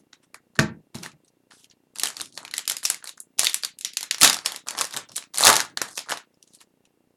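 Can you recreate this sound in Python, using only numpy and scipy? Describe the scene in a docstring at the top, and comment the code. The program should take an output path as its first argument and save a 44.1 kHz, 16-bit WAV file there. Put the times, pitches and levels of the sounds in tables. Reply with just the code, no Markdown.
"""Cards slide and are set down on a desk in a small room; then foil is crumpled and torn close to a webcam,
its sharp snaps (clicks with ringing facets) riding on a dense crackle (noise grains); at the end cards slide again.
Decaying low modes make the thumps of desk taps and of overload under the loudest snaps; leaning hands rumble and
noise tails make the room. Throughout lie air hiss and the webcam's whine and once-a-frame buzz, while its noise
suppressor shuts on the tails."""
import sys
import numpy as np
from scipy import signal
from scipy.fft import rfft, irfft, next_fast_len
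from scipy.io import wavfile
from scipy.ndimage import uniform_filter1d

SR = 44100
rng = np.random.default_rng(int(sys.argv[2]) if len(sys.argv) > 2 else 0)


def bounce(signal):
    """Save signal as a 16-bit WAV file at the path given by the first command-line argument."""
    frames = np.transpose(np.atleast_2d(signal))
    limited = np.clip(frames, -1, 1)
    pcm = np.round(limited * 32767).astype(np.int16)
    wavfile.write(sys.argv[1], SR, pcm)


N = 316108  # length in samples

# Levels are mix settings; the functions trim them further.
# Foil and card snaps: start_s, peak_db, body_db (below 2 kHz, re peak), edge_db (above 7 kHz, re peak), facet_hz
FOIL_AND_CARD_SNAPS = [(0.1314, -39, -1, -62, 4020), (0.3442, -34, 3, 0, 2300),
                       (0.5534, -42.5, -3, -11.5, 4100), (0.558, -49.5, 6, 6, 1720),
                       (0.5641, -45, -0.5, -18, 4330), (0.5904, -13, 6.5, -8.5, 2580),
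                       (0.5948, -11.5, -0.5, -9, 1600), (0.946, -37, -2, -3, 1000),
                       (0.9527, -33, -14.5, 0, 4070), (0.9599, -39.5, -4, -0.5, 3940),
                       (0.9856, -39.5, -6, -12, 5400), (1.0332, -28.5, -6.5, -3, 5970),
                       (1.0493, -46.5, 3, -6, 3850), (1.0568, -33, -8.5, -13.5, 1430),
                       (1.0614, -34, 2, 1.5, 1350), (1.1171, -46, -11, -4, 2520),
                       (1.2472, -50.5, -14, 0, 8260), (1.2804, -52.5, -11.5, -8, 5800),
                       (1.5109, -45, 4, -26, 1740), (1.52, -47, 1, -9, 1360),
                       (1.6436, -41, -6.5, -5.5, 3140), (1.6997, -46.5, -8, -16.5, 5720),
                       (1.7118, -45, -9, -21, 4540), (1.958, -33, -3, -2, 7500),
                       (1.9655, -38.5, -3.5, -8, 4860), (1.9847, -45, -12, -20, 4240),
                       (1.997, -21.5, -27, 1.5, 4430), (2.0169, -31, -16.5, -44, 2880),
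                       (2.0342, -10, -7.5, -2.5, 10150), (2.0568, -18.5, -8, -2, 8150),
                       (2.0715, -23.5, -13, 2, 3200), (2.085, -26, -7, 1, 7770),
                       (2.1679, -24, -17, -4.5, 4460), (2.1997, -28.5, -4, -4, 4030),
                       (2.209, -22, -30, -10, 3750), (2.2579, -39, -18.5, 1.5, 7020),
                       (2.3246, -45, -17, -1, 4160), (2.376, -25.5, -4.5, -6, 4380),
                       (2.45, -29.5, -5, -6, 2450), (2.4787, -34, -5, -5.5, 2930),
                       (2.5118, -32, -8, -5, 4200), (2.5387, -18.5, -13.5, -3.5, 2004),
                       (2.5671, -27, -22.5, -1.5, 6140), (2.5804, -17.5, -9, 1, 7860),
                       (2.5917, -28.5, -5, -3, 3260), (2.6541, -37, -18.5, -3.5, 3230),
                       (2.6773, -14.5, -15.5, 2.5, 5080), (2.6978, -16.5, -14, 4.5, 5400),
                       (2.7112, -22.5, 0, -8, 4040), (2.7183, -20.5, -15.5, -1.5, 6200),
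                       (2.7676, -23.5, -13.5, 1.5, 5000), (2.7842, -36.5, -23, 4, 5100),
                       (2.8306, -33, -2, -3, 4340), (2.8362, -31.5, -14.5, 4, 10900),
                       (2.8521, -10.5, -18.5, -2.5, 5600), (2.9005, -12.5, -8.5, 4, 10780),
                       (2.9445, -27, -17.5, 0, 2160), (3.026, -43.5, 3, -14, 1620),
                       (3.042, -36.5, 5, 9, 8700), (3.056, -36.5, -7, -12, 4370),
                       (3.0738, -26.5, -22, -1, 4500), (3.0923, -29.5, -11, 0.5, 3960),
                       (3.1778, -44, 4.5, -1, 6400), (3.2024, -45, -9, 18, 10400),
                       (3.3799, -38.5, -22.5, -2.5, 5180), (3.3861, -25.5, -15.5, -1.5, 6290),
                       (3.3937, -6.5, -21, -2, 9500), (3.4029, -22.5, -10, -1, 9090),
                       (3.4149, -25, -11.5, -4, 6350), (3.4332, -20, -2.5, 3, 4930),
                       (3.4449, -17.5, -8, 5.5, 5640), (3.4522, -17, -17.5, -2.5, 4540),
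                       (3.4619, -19.5, -19, -6, 4500), (3.469, -7.5, -22.5, -9.5, 3740),
                       (3.4961, -22, -19.5, 1, 4460), (3.5317, -31, -17, 1.5, 5210),
                       (3.5433, -15.5, -12.5, 6.5, 6100), (3.6263, -37, -27.5, 2, 4900),
                       (3.635, -18.5, -10, -7.5, 4760), (3.6483, -17, -14, -0.5, 4750),
                       (3.7872, -37.5, -14.5, 7.5, 9300), (3.81, -28.5, -16.5, -0.5, 7670),
                       (3.8484, -14.5, -24, -5, 5870), (3.8565, -27.5, -14, -8, 4440),
                       (3.9343, -32.5, -17, -2, 5020), (3.9703, -12.5, -22.5, -2, 6270),
                       (4.0083, -27, -7, 1.5, 4740), (4.0293, -21.5, -8, 0, 4200),
                       (4.0392, -33, -5.5, -5.5, 5380), (4.1105, -9, -18, -7.5, 1880),
                       (4.1448, -22.5, -8.5, -6.5, 5700), (4.1827, -28.5, -7.5, -4, 5900),
                       (4.2074, -28.5, -9.5, 6.5, 10000), (4.2123, -9.5, -11, -1, 9910),
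                       (4.2184, -7.5, -15, -5, 7470), (4.2312, 3.5, -10.5, -1.5, 1740),
                       (4.2467, 5.5, -13.5, -4.5, 1720), (4.2755, -9, -11.5, -4, 3770),
                       (4.2977, -9, -7.5, -2, 5000), (4.3296, -14.5, -17, -2, 5600),
                       (4.3434, -19, -20, -2, 6000), (4.3885, -26.5, -6, -14, 4700),
                       (4.4477, -35, 2, -17, 4900), (4.46, -11.5, -11, -3, 5500),
                       (4.5202, -26, -4, 1, 3380), (4.5454, -31.5, -3, -10, 2100),
                       (4.561, -25.5, -16, -1, 4050), (4.6705, -36.5, 1.5, -1.5, 1210),
                       (4.6774, -37, -3.5, -1, 9300), (4.6871, -26, -9.5, -25.5, 2540),
                       (4.6968, -34, -7.5, -18.5, 2750), (4.7079, -24.5, -5.5, -1, 9600),
                       (4.7503, -32.5, 4, -20, 1000), (4.7753, -31.5, -8.5, 1, 1130),
                       (4.78, -23, -4.5, -5.5, 1180), (4.7881, -20, -4, -2, 5400),
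                       (4.796, -25, -6.5, -9.5, 5100), (4.8044, -26.5, -4, -5.5, 1160),
                       (4.8153, -15.5, -10.5, -4, 6350), (4.8235, -25.5, -3.5, -4, 1230),
                       (4.8432, -23.5, -5, 0, 5660), (4.8516, -24.5, -20.5, -0.5, 6040),
                       (4.8697, -42, -9, 8, 9100), (4.9089, -32, -5.5, -4, 4930),
                       (4.926, -34, -10.5, -3, 3850), (4.9332, -32.5, -14, -3, 5080),
                       (4.938, -28.5, -12.5, -2, 6100), (4.9433, -27, -5, -2.5, 2000),
                       (4.9651, -20.5, -7, -0.5, 3800), (4.9718, -20.5, -4.5, -1, 8240),
                       (5.0889, -44, -23, -5, 5470), (5.0936, -39, -30, -16, 5600),
                       (5.118, -35.5, -22, -7, 5530), (5.1457, -49.5, -14.5, 1, 5350),
                       (5.1597, -25, -34.5, -4.5, 5990), (5.1644, -27.5, -16.5, 10, 7830),
                       (5.1725, -37.5, -2, 4, 9300), (5.1795, -23.5, -8, -10, 4030),
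                       (5.2249, -36, -1.5, -18, 2410), (5.2388, -39.5, -7.5, -7, 2590),
                       (5.3381, -37.5, -9.5, -2, 5860), (5.3436, -27, -9.5, 0, 6650),
                       (5.3521, -31, -7, 1, 6570), (5.3585, -26.5, -16, -1, 6980),
                       (5.3742, -19, -18.5, 0, 4370), (5.3832, -18.5, -6, 6, 9600),
                       (5.3929, -18.5, -7.5, -3, 4440), (5.4004, -19.5, -10, -2.5, 9470),
                       (5.4077, -13.5, -2.5, -1.5, 10500), (5.4145, -26, -2, 3, 8000),
                       (5.4203, -21.5, -2.5, 5, 7700), (5.4282, -17.5, -7.5, -0.5, 6100),
                       (5.4366, -6, -16.5, -16.5, 4100), (5.4509, -6, -18, 3.5, 6700),
                       (5.4629, -7, -6, -6, 3620), (5.4692, 4.5, -7, -4, 970),
                       (5.4784, -5, -2.5, -2.5, 1563), (5.4904, -6.5, 0.5, 1.5, 1790),
                       (5.5, -7.5, -0.5, 2, 1205), (5.5285, -11.5, -7, 2, 4140),
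                       (5.5404, -12, -6, -8.5, 3870), (5.5561, -12, -9.5, -0.5, 5640),
                       (5.5654, -11.5, -16.5, 0.5, 6330), (5.5841, -27.5, -1.5, -3.5, 1550),
                       (5.5953, -20, -2, -9.5, 2020), (5.6032, -12.5, -4.5, -3.5, 1660),
                       (5.6125, -25, -6.5, 3, 5320), (5.7729, -17.5, -3.5, -7, 4390),
                       (5.8162, -16, -0.5, 1.5, 5800), (5.8849, -40, -3, -1.5, 4100),
                       (5.9745, -25.5, -15.5, 2, 5800), (5.9787, -20, -8.5, -5, 1460),
                       (5.9912, -22.5, -16.5, -5.5, 5300), (6.0647, -60, 7, -14, 1090),
                       (6.0871, -36, 7.5, -17, 1570), (6.094, -27, -5.5, -3.5, 6900),
                       (6.1005, -29, 3, 2.5, 7800), (6.108, -24, 1.5, 0.5, 1520),
                       (6.1173, -18, -14.5, -10.5, 2940), (6.1227, -19, 0.5, -14, 1100),
                       (6.1728, -29, -6.5, -6, 1740), (6.1801, -41, -4, 0.5, 3840),
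                       (6.3426, -51.5, -15, 1.5, 5250), (6.427, -44, -21.5, 2.5, 5890),
                       (6.476, -51, -4.5, 1, 6500), (6.549, -49, -20.5, 8, 8480),
                       (6.5877, -53, -16.5, -9, 4350), (6.6057, -47, -8, -2, 4090),
                       (6.6133, -45, -1, 1, 1870), (6.853, -47.5, -2, -3, 2690)]
# Snap bands, bright edge, core and full body: freq_hz, density_db (per Hz)
SNAP_EDGE_COLOUR = [(4500, -34), (7000, 0.5), (10500, 0.5), (13000, -8.5), (17000, -36)]
SNAP_CORE_COLOUR = [(1200, -28.5), (2000, -2.5), (4000, 3), (7000, -1), (10000, -48.5)]
SNAP_BODY_COLOUR = [(20, -34.5), (200, -14), (600, -6.5), (1800, -0.5), (3200, -37.5)]
# Strokes of the hands on the foil, one list a stroke: time_s, crackle_db, bulk_db
FOIL_STROKES = [
    [(1.94, -85.5, -77), (1.95, -45.5, -57.5), (2.04, -33, -40.5), (2.138, -45, -51.5), (2.204, -36, -42),
     (2.318, -52, -84.5), (2.37, -36, -41.5), (2.52, -71.5, -51)],
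    [(2.82, -49.5, -64), (2.85, -18.5, -46.5), (3.026, -59, -59.5), (3.092, -35, -46), (3.144, -71, -73),
     (3.208, -51, -56), (3.25, -79, -85.5)],
    [(3.36, -100, -96), (3.394, -11.5, -25.5), (3.408, -30, -36.5), (3.466, -23, -39.5), (3.52, -44, -57)],
    [(4.19, -38, -54.5), (4.234, -6.5, -13), (4.444, -49.5, -53.5), (4.46, -11.5, -33.5),
     (4.476, -33.5, -37), (4.594, -46, -48), (4.62, -79, -65)],
    [(4.66, -51, -45.5), (4.686, -25.5, -32), (4.746, -44, -36.5), (4.814, -22.5, -29.5),
     (4.892, -45.5, -52), (4.978, -38.5, -28.5), (5.06, -95, -65.5)],
    [(5.08, -70, -69), (5.092, -52.5, -43), (5.15, -45.5, -58), (5.166, -25.5, -48.5), (5.3, -78.5, -64.5)],
    [(5.32, -68, -76), (5.342, -37, -44.5), (5.46, -12.5, -14), (5.48, -18.5, -8), (5.614, -35, -30.5),
     (5.73, -60.5, -65.5), (5.76, -70, -76.5)],
    [(5.85, -37.5, -34.5), (5.946, -40.5, -60), (5.98, -25.5, -34), (6.048, -65.5, -63.5),
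     (6.12, -32.5, -26.5), (6.188, -52.5, -52), (6.25, -71.5, -83.5)],
]
# Fine foil crackle and bulk of the wrapper: freq_hz, density_db (per Hz)
CRACKLE_COLOUR = [(1000, -32), (2500, -14.5), (4500, 9.5), (10000, 8), (13000, -6.5), (17000, -30.5)]
BULK_COLOUR = [(100, -30), (350, -9.5), (700, 0.5), (1200, 1), (2400, -21.5), (4500, -38)]
# Cards sliding over cards and mat, one list a stroke: time_s, hiss_db, scrape_db
CARD_STROKES = [
    [(0.0, -56, -68), (0.06, -95.5, -89.5), (0.118, -94, -79.5), (0.13, -53, -60), (0.2, -88, -81),
     (0.234, -53.5, -58), (0.3, -91.5, -96.5)],
    [(0.93, -90, -82.5), (0.95, -46, -48.5), (1.024, -55, -63.5), (1.032, -39.5, -38), (1.068, -51.5, -52),
     (1.194, -87.5, -86.5), (1.286, -58, -80.5), (1.32, -98.5, -89)],
    [(1.49, -96, -92.5), (1.508, -54, -59.5), (1.654, -57.5, -66.5), (1.684, -76, -81.5), (1.714, -57, -60),
     (1.76, -103, -84)],
    [(6.2, -55, -50), (6.226, -72, -72), (6.264, -78.5, -80), (6.534, -57.5, -71), (6.55, -52.5, -60.5),
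     (6.584, -65, -74.5), (6.614, -52.5, -52), (6.652, -69.5, -81), (6.72, -81, -85.5)],
    [(6.82, -91, -100), (6.858, -66, -63.5), (6.888, -95, -94), (6.9, -98, -96.5)],
]
# Card hiss and duller scrape: freq_hz, density_db (per Hz)
CARD_HISS_COLOUR = [(1800, -30), (3500, -0.5), (7000, 0.5), (11000, -1.5), (16500, -21)]
CARD_SCRAPE_COLOUR = [(300, -25), (900, 0.5), (2000, -4), (3000, -5.5), (5000, -30)]
# Low thumps, taps on the desk and the overload thump under the loudest foil snaps: start_s, peak_db
LOW_THUMPS = [(0.593, -0.5), (0.596, -17), (0.952, -17), (0.982, -27), (1.135, -39.5), (4.232, -24),
              (5.481, -17.5)]
# Modes that ring in every thump: pitch_hz, level_db, t60_s
THUMP_MODES = [(144.8, -6, 0.18), (160, -1.5, 0.16), (205, -2, .12), (219.4, 3.5, 0.04), (330, -6.5, 0.066),
               (640, -7.5, 0.078), (837, -6.5, 0.068)]
# Arm and hands leaning on the desk: time_s, rumble_db
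LEANING_LEVELS = [(0.0, -48.5), (0.06, -66.5), (0.48, -57.5), (0.5, -70.5), (0.56, -63.5), (0.6, -20.5),
                  (0.68, -38.5), (0.88, -68.5), (0.98, -41.5), (1.28, -69), (1.94, -62.5), (2.06, -45.5),
                  (2.12, -63.5), (2.21, -44), (2.23, -52), (3.35, -67.5), (3.39, -47.5), (3.49, -65.5),
                  (4.19, -58.5), (4.23, -27), (4.39, -60.5), (4.53, -58), (4.61, -69), (4.81, -48.5),
                  (4.91, -60.5), (4.97, -38.5), (5.07, -67), (5.11, -52), (5.33, -75), (5.39, -46),
                  (5.49, -33), (5.67, -52.5), (5.79, -51.5), (5.83, -44.5), (5.85, -51.5), (6.03, -70),
                  (6.13, -47), (6.21, -72.5), (7.17, -68)]
# Rumble through the desk top: freq_hz, density_db (per Hz)
RUMBLE_COLOUR = [(40, -29.5), (100, -4), (150, 0), (330, 0.5), (600, -24.5)]
# Decay of the room: freq_hz, t60_s
ROOM_DECAY = [(150, 0.33), (700, 0.24), (2000, 0.27), (5000, 0.19), (10000, 0.14), (16000, .12)]
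# Steady air hiss: freq_hz, density_db (per Hz)
AIR_COLOUR = [(30, -21.5), (150, -14.5), (400, -11), (1000, -18), (2000, -19.5), (5000, -25.5),
              (12000, -25.5), (16500, -32)]
# Spectrum of one frame pulse and its wake: freq_hz, level_db
BUZZ_COLOUR = [(50, -28), (120, -7), (270, 0.5), (500, -8.5), (1000, -20), (1800, -58)]
FRAME_RATE_HZ, FIRST_FRAME_S = 29.983, .0031
WHINE_HZ, TOP_HZ = 2758.6, 16900  # electric whine; upper limit of the sound


def amp(db):
    """Turns decibels into a linear gain."""
    return 10 ** (np.asarray(db) / 20)


def unit(x):
    """Scales to rms 1."""
    return x / np.sqrt(np.mean(x ** 2) + 1e-20)


def coloured(x, points):
    """Shapes x by (Hz, dB) points on a log axis; white noise of rms 1 stays at rms 1."""
    size = next_fast_len(N + 8192)
    hz, db = np.transpose(points)
    bins_hz = np.fft.rfftfreq(size, 1 / SR)
    gain = amp(np.interp(np.log(bins_hz + 1), np.log(hz + 1), db, right=-np.inf))
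    return irfft(rfft(x, size) * unit(gain), size)[:N]


def overlay(starts, rows):
    """Adds one short row of sound at each start sample."""
    at = starts[:, None] + np.arange(rows.shape[1])
    return np.bincount(at.ravel(), rows.ravel(), N + rows.shape[1])[:N]


def bursts(times, gains, hold, t60):
    """Short noise bursts: a brief plateau of close reflections, then a fast decay."""
    t = np.arange(600) / SR
    shape = amp(-60 * np.maximum(t - hold[:, None], 0) / t60)
    rows = gains[:, None] * shape * rng.standard_normal(shape.shape)
    return overlay(np.round(times * SR).astype(int), rows)


def grains(rate, spread_db, rub):
    """Many tiny creases of very unequal size over the steady rub of the fingers, rms 1."""
    draw = rng.random((int(7 * rate), 2))  # about rate creases a second
    size = amp(-spread_db * np.log(draw[:, 1] + 1e-4))
    hold = np.full(len(size), 0.00057)
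    creases = unit(bursts(draw[:, 0] * N / SR, size, hold, t60=0.0043))
    return unit(creases + rub * rng.standard_normal(N))


def strokes(tables, upper, lower):
    """Fades two layers along each stroke; each stroke is down at -120 dB outside its own span."""
    t, out = np.arange(N) / SR, np.zeros(N)
    for time_s, upper_db, lower_db in map(np.transpose, tables):
        out += amp(np.interp(t, time_s, upper_db, -120, -120)) * upper
        out += amp(np.interp(t, time_s, lower_db, -120, -120)) * lower
    return out


def snaps():
    """A buckling crease clicks and rings its facet; hands and desk spread the near click into a short burst.

    Returns the near sound and the sharper sound that travels on to the walls."""
    start_s, peak_db, body_db, edge_db, facet_hz = np.transpose(FOIL_AND_CARD_SNAPS)
    hold = .0007 + .0009 * rng.random(len(start_s))  # seconds
    starts = np.round(start_s * SR).astype(int)
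    bands = [(SNAP_CORE_COLOUR, peak_db - 4.5),
             (SNAP_BODY_COLOUR, peak_db + body_db - 4),
             (SNAP_EDGE_COLOUR, peak_db + edge_db - 4.5)]
    near, clicks = 0, 0
    for colour, level_db in bands:
        near = near + coloured(bursts(start_s, amp(level_db), hold, t60=.012), colour)
        clicks = clicks + coloured(np.bincount(starts, amp(level_db), N), colour)
    # the facet rings as strongly as the band that it lies in
    high_db = np.where(facet_hz > 7000, edge_db, 0)
    facet_db = peak_db + np.where(facet_hz < 2000, body_db, high_db) + 5.5
    t = np.arange(600) / SR
    decay = amp(facet_db[:, None] - 60 * t / .008)
    attack = 1 - np.exp(-t / .0003)
    facets = overlay(starts, decay * np.sin(2 * np.pi * facet_hz[:, None] * t) * attack)
    return near + facets, amp(11.5) * clicks + amp(-12.5) * facets


def handling():
    """Crackle of the thin foil and the duller rustle of the wrapper as a whole, from the same creases."""
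    creases = grains(400, spread_db=3.5, rub=.25)
    crackle = amp(-7.5) * coloured(creases, CRACKLE_COLOUR)
    bulk = amp(-6) * coloured(creases, BULK_COLOUR)
    return strokes(FOIL_STROKES, crackle, bulk)


def cards():
    """Smooth card faces rub with a nearly even hiss and a duller scrape."""
    rubbing = grains(600, spread_db=2, rub=1.5)
    hiss = amp(-2) * coloured(rubbing, CARD_HISS_COLOUR)
    scrape = coloured(rubbing, CARD_SCRAPE_COLOUR)
    return strokes(CARD_STROKES, hiss, scrape)


def thumps():
    """Desk taps and overload thumps, each a sum of decaying low modes at new strengths."""
    out, t = np.zeros(N + SR), np.arange(SR // 2) / SR
    attack = 1 - np.exp(-t / .001)
    for start_s, peak_db in LOW_THUMPS:
        ring = np.zeros(len(t))
        for pitch_hz, level_db, t60 in THUMP_MODES:
            strength_db = level_db + rng.normal(0, 1.6)
            ring += amp(strength_db - 60 * t / t60) * np.sin(2 * np.pi * pitch_hz * t)
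        out[round(start_s * SR):][:len(t)] += amp(peak_db - 15.5) * ring * attack
    return out[:N]


def leaning():
    """Low noise rumble passed through the desk top as arm and hands lean on it."""
    level_db = np.interp(np.arange(N) / SR, *np.transpose(LEANING_LEVELS))
    return amp(level_db - 6.5) * coloured(rng.standard_normal(N), RUMBLE_COLOUR)


def room(x):
    """A diffuse noise tail, each frequency dying at its own speed, redrawn and crossfaded every 46 ms."""
    step, delay = 2048, 200  # samples
    out, x = np.zeros(N + SR), np.pad(x, (step, 2 * step))
    blend = signal.windows.hann(2 * step, sym=False)
    decay_hz, t60 = np.transpose(ROOM_DECAY)
    for a in range(0, N, step):
        hz, t, z = signal.stft(rng.standard_normal(SR // 3), SR, nperseg=256)
        fade = amp(-60 * t / np.interp(np.log(hz + 1), np.log(decay_hz), t60)[:, None])
        tail = signal.istft(z * fade, SR, nperseg=256)[1]
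        wet = signal.fftconvolve(blend * x[a:a + 2 * step], tail / np.linalg.norm(tail))
        out[a + delay:][:len(wet)] += np.sqrt(4 / 3) * wet  # unrelated tails add in power
    return out[step:step + N]


def air():
    """Steady soft hiss: noise shaped by the air spectrum."""
    return amp(-62.5) * coloured(rng.standard_normal(N), AIR_COLOUR)


def pickup():
    """Electric pick-up: a thin whine and, once a video frame, a soft pulse with a noisy wake."""
    t = np.arange(N) / SR
    starts = np.round(SR * np.arange(FIRST_FRAME_S, t[-1], 1 / FRAME_RATE_HZ)).astype(int)
    clicks = np.bincount(starts, amp(rng.normal(0, 2.5, len(starts))), N)
    pulses = amp(-69) * unit(coloured(clicks, BUZZ_COLOUR))
    since = (t - FIRST_FRAME_S) % (1 / FRAME_RATE_HZ)  # seconds after the last frame
    wake = amp(-64.5 - 60 * since / .09) * coloured(rng.standard_normal(N), BUZZ_COLOUR)
    whine = amp(-86) * np.sin(2 * np.pi * WHINE_HZ * t)
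    return wake - pulses + whine


def scene():
    """Mixes the near sources, their room sound and the air."""
    cracks, sent = snaps()
    rubbed = handling() + cards()
    low = thumps() + leaning()
    walls = room(sent + amp(-10) * rubbed + amp(-5.5) * low)
    return (cracks + rubbed + low + walls + air())[None]


def suppressor(x, over_db, depth_db):
    """Takes each band's steady noise from its quiet moments and turns the band down as it nears that noise."""
    z = signal.stft(x, nperseg=256, noverlap=192)[2]
    power = uniform_filter1d(np.abs(z) ** 2, size=7, axis=1)
    power = uniform_filter1d(power, size=13, axis=2, origin=4)  # about 20 ms, mostly past
    noise = np.percentile(power, 15, axis=2, keepdims=True)
    gain = np.maximum(1 - amp(2 * over_db) * noise / (np.abs(power) + 1e-20), amp(depth_db))
    return signal.istft(z * gain, nperseg=256, noverlap=192)[1][:, :N]


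def record(dry):
    """Webcam chain: bass cut, suppressor, pick-up added behind it, soft ceiling, band limit."""
    x = signal.sosfilt(signal.butter(2, 55, "high", fs=SR, output="sos"), dry)
    x = suppressor(x, over_db=5, depth_db=-13) + pickup()
    x = x / (1 + np.abs(x / .7) ** 4) ** (1 / 4)  # soft ceiling at 0.7
    return irfft(rfft(x) * (np.fft.rfftfreq(N, 1 / SR) < TOP_HZ), N)


dry = scene()
out = record(dry)
bounce(out)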